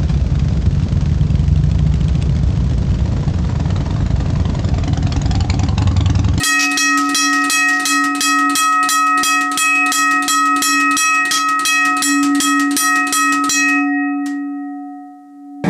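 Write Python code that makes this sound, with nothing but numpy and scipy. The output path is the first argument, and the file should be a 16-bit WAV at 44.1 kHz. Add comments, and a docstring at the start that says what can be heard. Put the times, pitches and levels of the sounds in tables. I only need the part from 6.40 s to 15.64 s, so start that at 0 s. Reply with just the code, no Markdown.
"""A furnished room, one microphone close to an electromechanical railroad crossing bell.
About three times a second the armature pulls in with a clack, the hammer hits the gong and the armature
drops back; the linkage chatters at first and twice rattles hard. Each blow sets off a bright clang, which
echoes in the room, over a deep hum. The blows stop and the gong hums on, beating slowly.
A limiter behind the microphone ducks the hum under every blow."""
import sys
import numpy as np
from scipy import signal
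from scipy.fft import rfft, irfft, next_fast_len
from scipy.io import wavfile
from scipy.ndimage import uniform_filter1d, minimum_filter1d

SR = 44100
rng = np.random.default_rng(int(sys.argv[2]) if len(sys.argv) > 2 else 0)


def bounce(signal):
    """Save signal as a 16-bit WAV file at the path given by the first command-line argument."""
    frames = np.transpose(np.atleast_2d(signal))
    limited = np.clip(frames, -1, 1)
    pcm = np.round(limited * 32767).astype(np.int16)
    wavfile.write(sys.argv[1], SR, pcm)


N = 407477

# colour of the quiet room: freq_hz, gain_db
ROOM_TONE_COLOUR = [(30, -64.5), (100, -58), (170, -46), (400, -51), (1000, -60), (3000, -69), (8000, -65),
                    (15000, -73)]
# how long the case and room keep a sound alive: freq_hz, t60_s
ROOM_DECAY = [(150, 0.56), (700, 0.53), (3000, 0.25), (7000, .23), (14000, 0.098)]
# two hard rattles: start_s, length_s, level_db
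HARD_RATTLES = [(0.193, 0.065, 7), (4.92, 0.056, 7)]
# colour of the loose metal part that rattles: freq_hz, gain_db
LOOSE_PART_COLOUR = [(300, -42.5), (1500, -23.5), (3000, -20.5), (4200, -15), (5400, -7.5), (6600, -15),
                     (8500, -29), (12000, -30.5), (15000, -38)]
# colour of the armature pulling in: freq_hz, gain_db
PULL_IN_COLOUR = [(40, -46.5), (110, -38), (165, -21.5), (230, -31), (340, -8), (480, -37.5), (800, -26),
                  (3400, -22), (4250, -16.5), (4900, -25.5), (7000, -24), (8500, -17.5), (11000, -29.5),
                  (15000, -38.5)]
# colour of the armature dropping back: freq_hz, gain_db
DROP_BACK_COLOUR = [(40, -46), (110, -40), (165, -20), (220, -28), (320, -11.5), (480, -37), (850, -25.5),
                    (2300, -22.5), (3000, -23.5), (3800, -24.5), (5300, -20.5), (7400, -23.5), (7550, -10),
                    (7700, -21), (10000, -28), (15000, -36.5)]
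# colour of the hammer meeting the gong: freq_hz, gain_db
HAMMER_COLOUR = [(40, -29.5), (110, -28), (160, -11), (210, -21), (310, -1), (500, -23), (900, -13),
                 (1450, -12.5), (1900, 1.5), (2300, -11.5), (2900, -12), (3300, -3), (3700, -6.5),
                 (5500, -2), (8000, -13), (11000, -29), (15000, -32.5)]
# each blow meets a moving rim, so it feeds or checks the deep hum and the upper ring:
# start_s, force_db, hum_db, ring_db
HAMMER_BLOWS = [(0.0342, 1, -1.5, 4), (0.3733, -2, 2, 1.5), (0.7458, -1.5, -1.5, 1.5),
                (1.0979, 0, -2.5, 1.5), (1.4543, -1.5, 4.5, -3.5), (1.8069, 0, 3.5, -2.5),
                (2.1535, 0.5, -7, 2), (2.4888, 1, -4, 0.5), (2.8329, -1, -6, -5.5), (3.1742, 3, -1, 4),
                (3.5192, 1, 0, 2), (3.88, -.5, -0.5, -1), (4.221, 0.5, 1.5, 2.5), (4.568, 1, -12, 3),
                (4.9107, -5, -11.5, -12), (5.2517, 0, -3.5, 4), (5.6215, 1, 5, -6), (6.0021, -0.5, 7, -8.5),
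                (6.3656, 2.5, 0, 1.5), (6.7253, 1.5, 1, -2), (7.094, 1, 6, 6.5)]
# the gong's short bright modes, plus short-lived room resonances that each blow sets ringing near the long
# partials (1300, 1850, 1915, 2535 Hz): pitch_hz, level_db, t60_s
BRIGHT_MODES = [(1300, -17, .28), (1850, -23, .2), (1915, -20, .2), (2011, -28, .9), (2535, -18, .25),
                (3266, -4, .36), (4045, -4.5, .3), (4308, -13, .32), (4886, -9, .29), (5104, -28, .6),
                (5429, -15, .41), (5624, -14, .4), (5777, -6.5, .35), (6210, -13, .22), (6556, -18.5, .38),
                (6742, -10.5, .31), (7062, -19, .25), (7248, -5, .22), (7772, -16, .38), (7795, -14, .37),
                (7820, -10.5, .38), (8539, -9, .22), (8876, -7.5, .22), (9110, -8.5, .2), (9894, -17, .21),
                (10012, -7.5, .19), (10434, -17, .24), (11337, -18, .23), (11466, -17, .23),
                (11778, -22, .21), (12520, -20, .2), (12855, -22, .21), (13068, -16, .21),
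                (13890, -22, .21), (14490, -23, .21), (14739, -23, .21)]
# the gong's five long partials, each a beating pair:
# pitch_hz, t60_s, twin_offset_hz, twin_db, twin_t60_s, blow_to_dip_s
LONG_PARTIALS = [(284.3, 18, -0.23, -2.5, 22, 1.715), (733.2, 7.9, -1.1, -7, 9, 0.012),
                 (1278.1, 1.31, -2.5, -13, 3.3, 0.04), (1885.2, 1.49, 3, -8.5, 2.27, 0.0037),
                 (2552.9, 1, -2.5, -6, 1.2, 0.0018)]
# how each long partial answers a blow: level_db, hum_share, ring_share, spread_db
PARTIAL_RESPONSE = [(-22.5, 1, 0, 1.5), (-30, 0.12, 0.5, 1.5), (-6, 0, 0, 1.8), (-10, 0, 0.55, 1.13),
                    (-11, 0, 1, 2.5)]
# slow swells of the second and third long partials: time_s, second_db, third_db
PARTIAL_SWELLS = [(0, -1.5, -4.5), (1.1, -1, -4), (2.15, 2, 4.5), (2.5, 3.5, 2.5), (3.88, 3, 2.5),
                  (4.22, -9, 3.5), (5.62, 3, -6), (6.72, -5.5, 1), (7.09, 0, -5.5)]

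CYCLE_S = .353   # usual time from blow to blow
TOP_MODES_HZ, CUTOFF_HZ = 7000, 15300


def from_db(db):
    """Decibels to amplitude."""
    return 10 ** (np.asarray(db) / 20)


def fade(t, t60):
    """A decay of 60 dB in t60 seconds."""
    return np.exp(-np.log(1000) * t / max(t60, 1e-3))


def phasor(turns):
    """A point on the unit circle."""
    return np.exp(2j * np.pi * turns)


def at_hz(points, hz):
    """Read a table on a log-frequency axis."""
    freq_hz, value = np.transpose(points)
    return np.interp(np.log(np.maximum(hz, 1)), np.log(freq_hz), value)


def add(out, start_s, sound):
    """Mix a sound in from start_s on."""
    start = max(round(start_s * SR), 0)
    out[start:start + len(sound)] += sound[:N - start]


def noise(colour, size, gain=1):
    """White noise, times a gain, through a colour."""
    hz = np.arange(size // 2 + 1) * SR / size
    return irfft(rfft(gain * rng.standard_normal(size)) * from_db(at_hz(colour, hz)), size)


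def room_tone():
    """The quiet room's steady noise, far below the bell."""
    return noise(ROOM_TONE_COLOUR, next_fast_len(N))[:N]


def die_away(sound):
    """Let a sound die away in the room, treble first."""
    t = np.arange(len(sound)) / SR
    hz = np.arange(len(sound) // 2 + 1) * SR / len(sound)
    centres_hz, t60s = np.transpose(ROOM_DECAY)
    shares = np.array([at_hz(np.c_[centres_hz, one], hz) for one in np.eye(len(centres_hz))])
    bands = irfft(rfft(sound) * shares, len(sound))
    return sum(band * fade(t, t60) for band, t60 in zip(bands, t60s))


def room_echoes(sound, first_echo_s):
    """Dense echoes reach the microphone off the furniture and walls."""
    size = SR // 2
    echoes = die_away(rng.standard_normal(size)) * (np.arange(size) > first_echo_s * SR)
    return signal.fftconvolve(sound, echoes / np.linalg.norm(echoes))[:N]


def linkage_rattles(drops, taps_per_s, spread_db, sag_db, ring_t60):
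    """Runs of tiny taps that weaken as they go; all of them ring the same loose metal part."""
    loose_until_s, chatter_s, chatter_db = 1.4, 0.16, -10
    taps, t = np.zeros(N), np.arange(SR // 3) / SR
    decay = fade(t, ring_t60)
    part_ring = noise(LOOSE_PART_COLOUR, len(t)) * decay / np.linalg.norm(decay)
    chatter = [(s, chatter_s, chatter_db) for s, *_ in [*HAMMER_BLOWS, *drops] if s < loose_until_s]
    for start_s, length_s, level_db in HARD_RATTLES + chatter:
        hit = (rng.random(len(t)) < taps_per_s / SR) & (t < length_s) | (t == 0)
        run = hit * rng.choice([-1, 1], len(t)) * from_db(spread_db * rng.standard_normal(len(t)))
        run *= np.sqrt(length_s * SR) / np.linalg.norm(run)
        add(taps, start_s, run * from_db(level_db - sag_db * t / length_s))
    return signal.fftconvolve(taps, part_ring)[:N]


def armature_cycle():
    """The armature pulls in before each blow and drops back after it; two lists of start_s, level_db."""
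    pull_lead_s, drop_after_s, drop_db_per_s = .0572, .185, 172
    rest_s, rest_db = 7.86, -7.5   # it falls to rest once the blows have stopped
    blow_s = np.array(HAMMER_BLOWS)[:, 0]
    extra_s = np.diff(blow_s) - CYCLE_S
    pull_s = blow_s - pull_lead_s + .14 * np.r_[0, extra_s]
    drop_s = blow_s + drop_after_s + .8 * np.r_[extra_s, extra_s[-1] / 2]
    drop_db = drop_db_per_s * np.r_[extra_s, 0]   # a longer swing ends in a harder drop
    pulls = np.c_[pull_s, np.zeros(len(pull_s))]
    drops = np.vstack([np.c_[drop_s, drop_db], (rest_s, rest_db)])
    return pulls, drops


def grain(size, grain_db, grain_s):
    """A gain that jumps about from one tiny collision to the next; rms 1."""
    lumps = uniform_filter1d(rng.standard_normal(size), max(round(grain_s * SR), 1))
    gain = from_db(grain_db * np.clip(lumps / lumps.std(), -2.5, 2.5))
    return gain / np.sqrt(np.mean(gain ** 2))


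def steel_contacts(hits, colour, crack_db, crack_t60, tail_db, grain_db, alike):
    """Steel meets steel: a short crack, then a grainy tail; a share of the tail is alike each time."""
    out, t = np.zeros(N), np.arange(SR // 2) / SR
    body = noise(colour, len(t))
    for start_s, level_db, *_ in hits:
        crack = from_db(crack_db) * fade(t, crack_t60) * noise(colour, len(t))
        fresh = noise(colour, len(t), grain(len(t), grain_db, grain_s=0.0019))
        tail = from_db(tail_db) * die_away(np.sqrt(alike) * body + np.sqrt(1 - alike) * fresh)
        add(out, start_s, from_db(level_db) * (crack + tail))
    return out


def drive_db(hz, force_db, ring_db):
    """The lower bright modes go with a blow's ring, the top ones with its force."""
    return np.where(hz < TOP_MODES_HZ, 0.53 * ring_db, 2.1 * force_db)


def gong_weak_modes(level_db, rise_db_per_octave, pitch_spread, t60, per_mode):
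    """Weak modes cluster around the bright ones, lifted towards the top, other ones on each blow."""
    out, t = np.zeros(N), np.arange(SR // 3) / SR
    hz, mode_db, _ = np.repeat(np.transpose(BRIGHT_MODES), per_mode, axis=1)
    mode_db = mode_db + level_db + rise_db_per_octave * np.log2(hz / TOP_MODES_HZ)
    for start_s, force_db, _, ring_db in HAMMER_BLOWS:
        scattered_hz = np.clip(hz * (1 + pitch_spread * rng.standard_normal(len(hz))), 0, CUTOFF_HZ)
        bins = np.round(scattered_hz * len(t) / SR).astype(int)
        spectrum = np.zeros(len(t) // 2 + 1, complex)
        spectrum[bins] = from_db(mode_db + drive_db(hz, force_db, ring_db)) * phasor(rng.random(len(hz)))
        add(out, start_s, irfft(spectrum, len(t)) * len(t) / 2 * fade(t, t60))
    return out


def gong_clang(level_db, scatter_db, twin_db, split_hz):
    """The bright modes ring anew on each blow, each at its own strength; close twins make them shimmer."""
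    out, t = np.zeros(N), np.arange(SR * 2 // 3) / SR
    hz, mode_db, t60s = np.transpose(BRIGHT_MODES)
    offsets_hz = split_hz * rng.uniform(0.46, 2, len(hz))
    shimmer = np.array([1 + from_db(twin_db) * phasor(f * t + rng.random()) for f in offsets_hz])
    rings = shimmer * np.array([fade(t, t60) * phasor(f * t) for f, t60 in zip(hz, t60s)])
    for start_s, force_db, _, ring_db in HAMMER_BLOWS:
        strength_db = mode_db + drive_db(hz, force_db, ring_db) + scatter_db * rng.standard_normal(len(hz))
        struck = from_db(strength_db + level_db) * phasor(rng.random(len(hz)))
        add(out, start_s, np.imag(struck @ rings))
    return out


def gong_hum(level_db, settle_s, twin_spread_db, dip_spread_turns):
    """Every blow restarts the long partials at a new level and phase; each beats with its twin."""
    blow_s, _, hum_db, ring_db = np.transpose(HAMMER_BLOWS)
    swells = np.transpose(PARTIAL_SWELLS)
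    out, t = np.zeros(N), np.arange(N) / SR
    coarse_t = t[::16]
    latest_blow = np.maximum(np.searchsorted(blow_s, coarse_t) - 1, 0)
    age_s = coarse_t - blow_s[latest_blow]
    age_s = np.where(age_s < 0, age_s + CYCLE_S, age_s)   # the gong is already ringing at the start
    pole = np.exp(-coarse_t[1] / settle_s)
    for k, (hz, t60, offset_hz, twin_db, twin_t60, dip_s) in enumerate(LONG_PARTIALS):
        mean_db, hum_share, ring_share, spread_db = PARTIAL_RESPONSE[k]
        # chance varies every blow but the last, which rings out plainly
        luck, twin_luck, dip_luck = rng.standard_normal((len(blow_s), 3)).T * (blow_s < blow_s[-1])
        struck_db = level_db + mean_db + hum_share * hum_db + ring_share * ring_db + spread_db * luck
        if k in (1, 2):
            struck_db += np.interp(blow_s, swells[0], swells[k])
        struck = from_db(struck_db) * phasor(rng.random(len(blow_s)))
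        unsteady = min(abs(offset_hz) * CYCLE_S, 1)   # only quick beats change within a cycle
        twin_gain = from_db(twin_db + unsteady * twin_spread_db * twin_luck)
        twin_start = twin_gain * phasor(unsteady * dip_spread_turns * dip_luck)
        twin = twin_start[latest_blow] * fade(age_s, twin_t60) * phasor(offset_hz * (age_s - dip_s))
        beating = struck[latest_blow] * (fade(age_s, t60) - twin)
        envelope = signal.lfilter([1 - pole], [1, -pole], beating)
        out += np.real(np.interp(t, coarse_t, envelope) * phasor(hz * t))
    return out


def scene():
    """Gong, hammer and armature close up, the quiet room behind them; mono."""
    pull_hits, drop_hits = armature_cycle()
    hum = gong_hum(level_db=1, settle_s=0.0074, twin_spread_db=3.5, dip_spread_turns=0.28)
    clang = gong_clang(level_db=-1.5, scatter_db=3.5, twin_db=-9.5, split_hz=12)
    clang += gong_weak_modes(level_db=-17, rise_db_per_octave=1.5, pitch_spread=0.012, t60=0.32, per_mode=3)
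    echoes = from_db(-10.5) * room_echoes(clang, first_echo_s=.01)
    hammer = steel_contacts(HAMMER_BLOWS, HAMMER_COLOUR, crack_db=11.5, crack_t60=0.065,
                            tail_db=-1.5, grain_db=1.5, alike=.2)
    pulls = steel_contacts(pull_hits, PULL_IN_COLOUR, crack_db=-3, crack_t60=.035,
                           tail_db=1.1, grain_db=1.5, alike=.5)
    drops = steel_contacts(drop_hits, DROP_BACK_COLOUR, crack_db=0, crack_t60=0.11,
                           tail_db=1.5, grain_db=-2.0, alike=0.45)
    rattles = linkage_rattles(drop_hits, taps_per_s=240, spread_db=2.5, sag_db=9.5, ring_t60=0.12)
    return (room_tone() + echoes + rattles + pulls + drops + hammer + clang + hum)[None]


def limiter(x, ceiling_db, release_db_per_s, window_s, hold_s):
    """The gain falls at once when the level passes the ceiling, holds, and returns at a steady rate."""
    window, hold = max(round(window_s * SR), 2), max(round(hold_s * SR), 1)
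    level_db = 10 * np.log10(np.maximum(uniform_filter1d(x ** 2, window), 1e-12))
    over_db = -minimum_filter1d(np.minimum(ceiling_db - level_db, 0), hold, origin=(hold - 1) // 2)
    release_db = release_db_per_s * np.arange(N) / SR
    cut_db = np.maximum.accumulate(over_db + release_db, axis=-1) - release_db
    return x * from_db(-uniform_filter1d(cut_db, window // 2))


def record(dry):
    """Behind the microphone the limiter holds the level, peaks are rounded and the top is cut."""
    held = limiter(dry, ceiling_db=-12.5, release_db_per_s=182.5, window_s=.003, hold_s=0.0046)
    rounded = held / (1 + (held / .63) ** 8) ** (1 / 8)
    lowpass = signal.ellip(8, .1, 45, CUTOFF_HZ, fs=SR, output="sos")
    return signal.sosfiltfilt(lowpass, rounded)


dry = scene()
out = record(dry)
bounce(out)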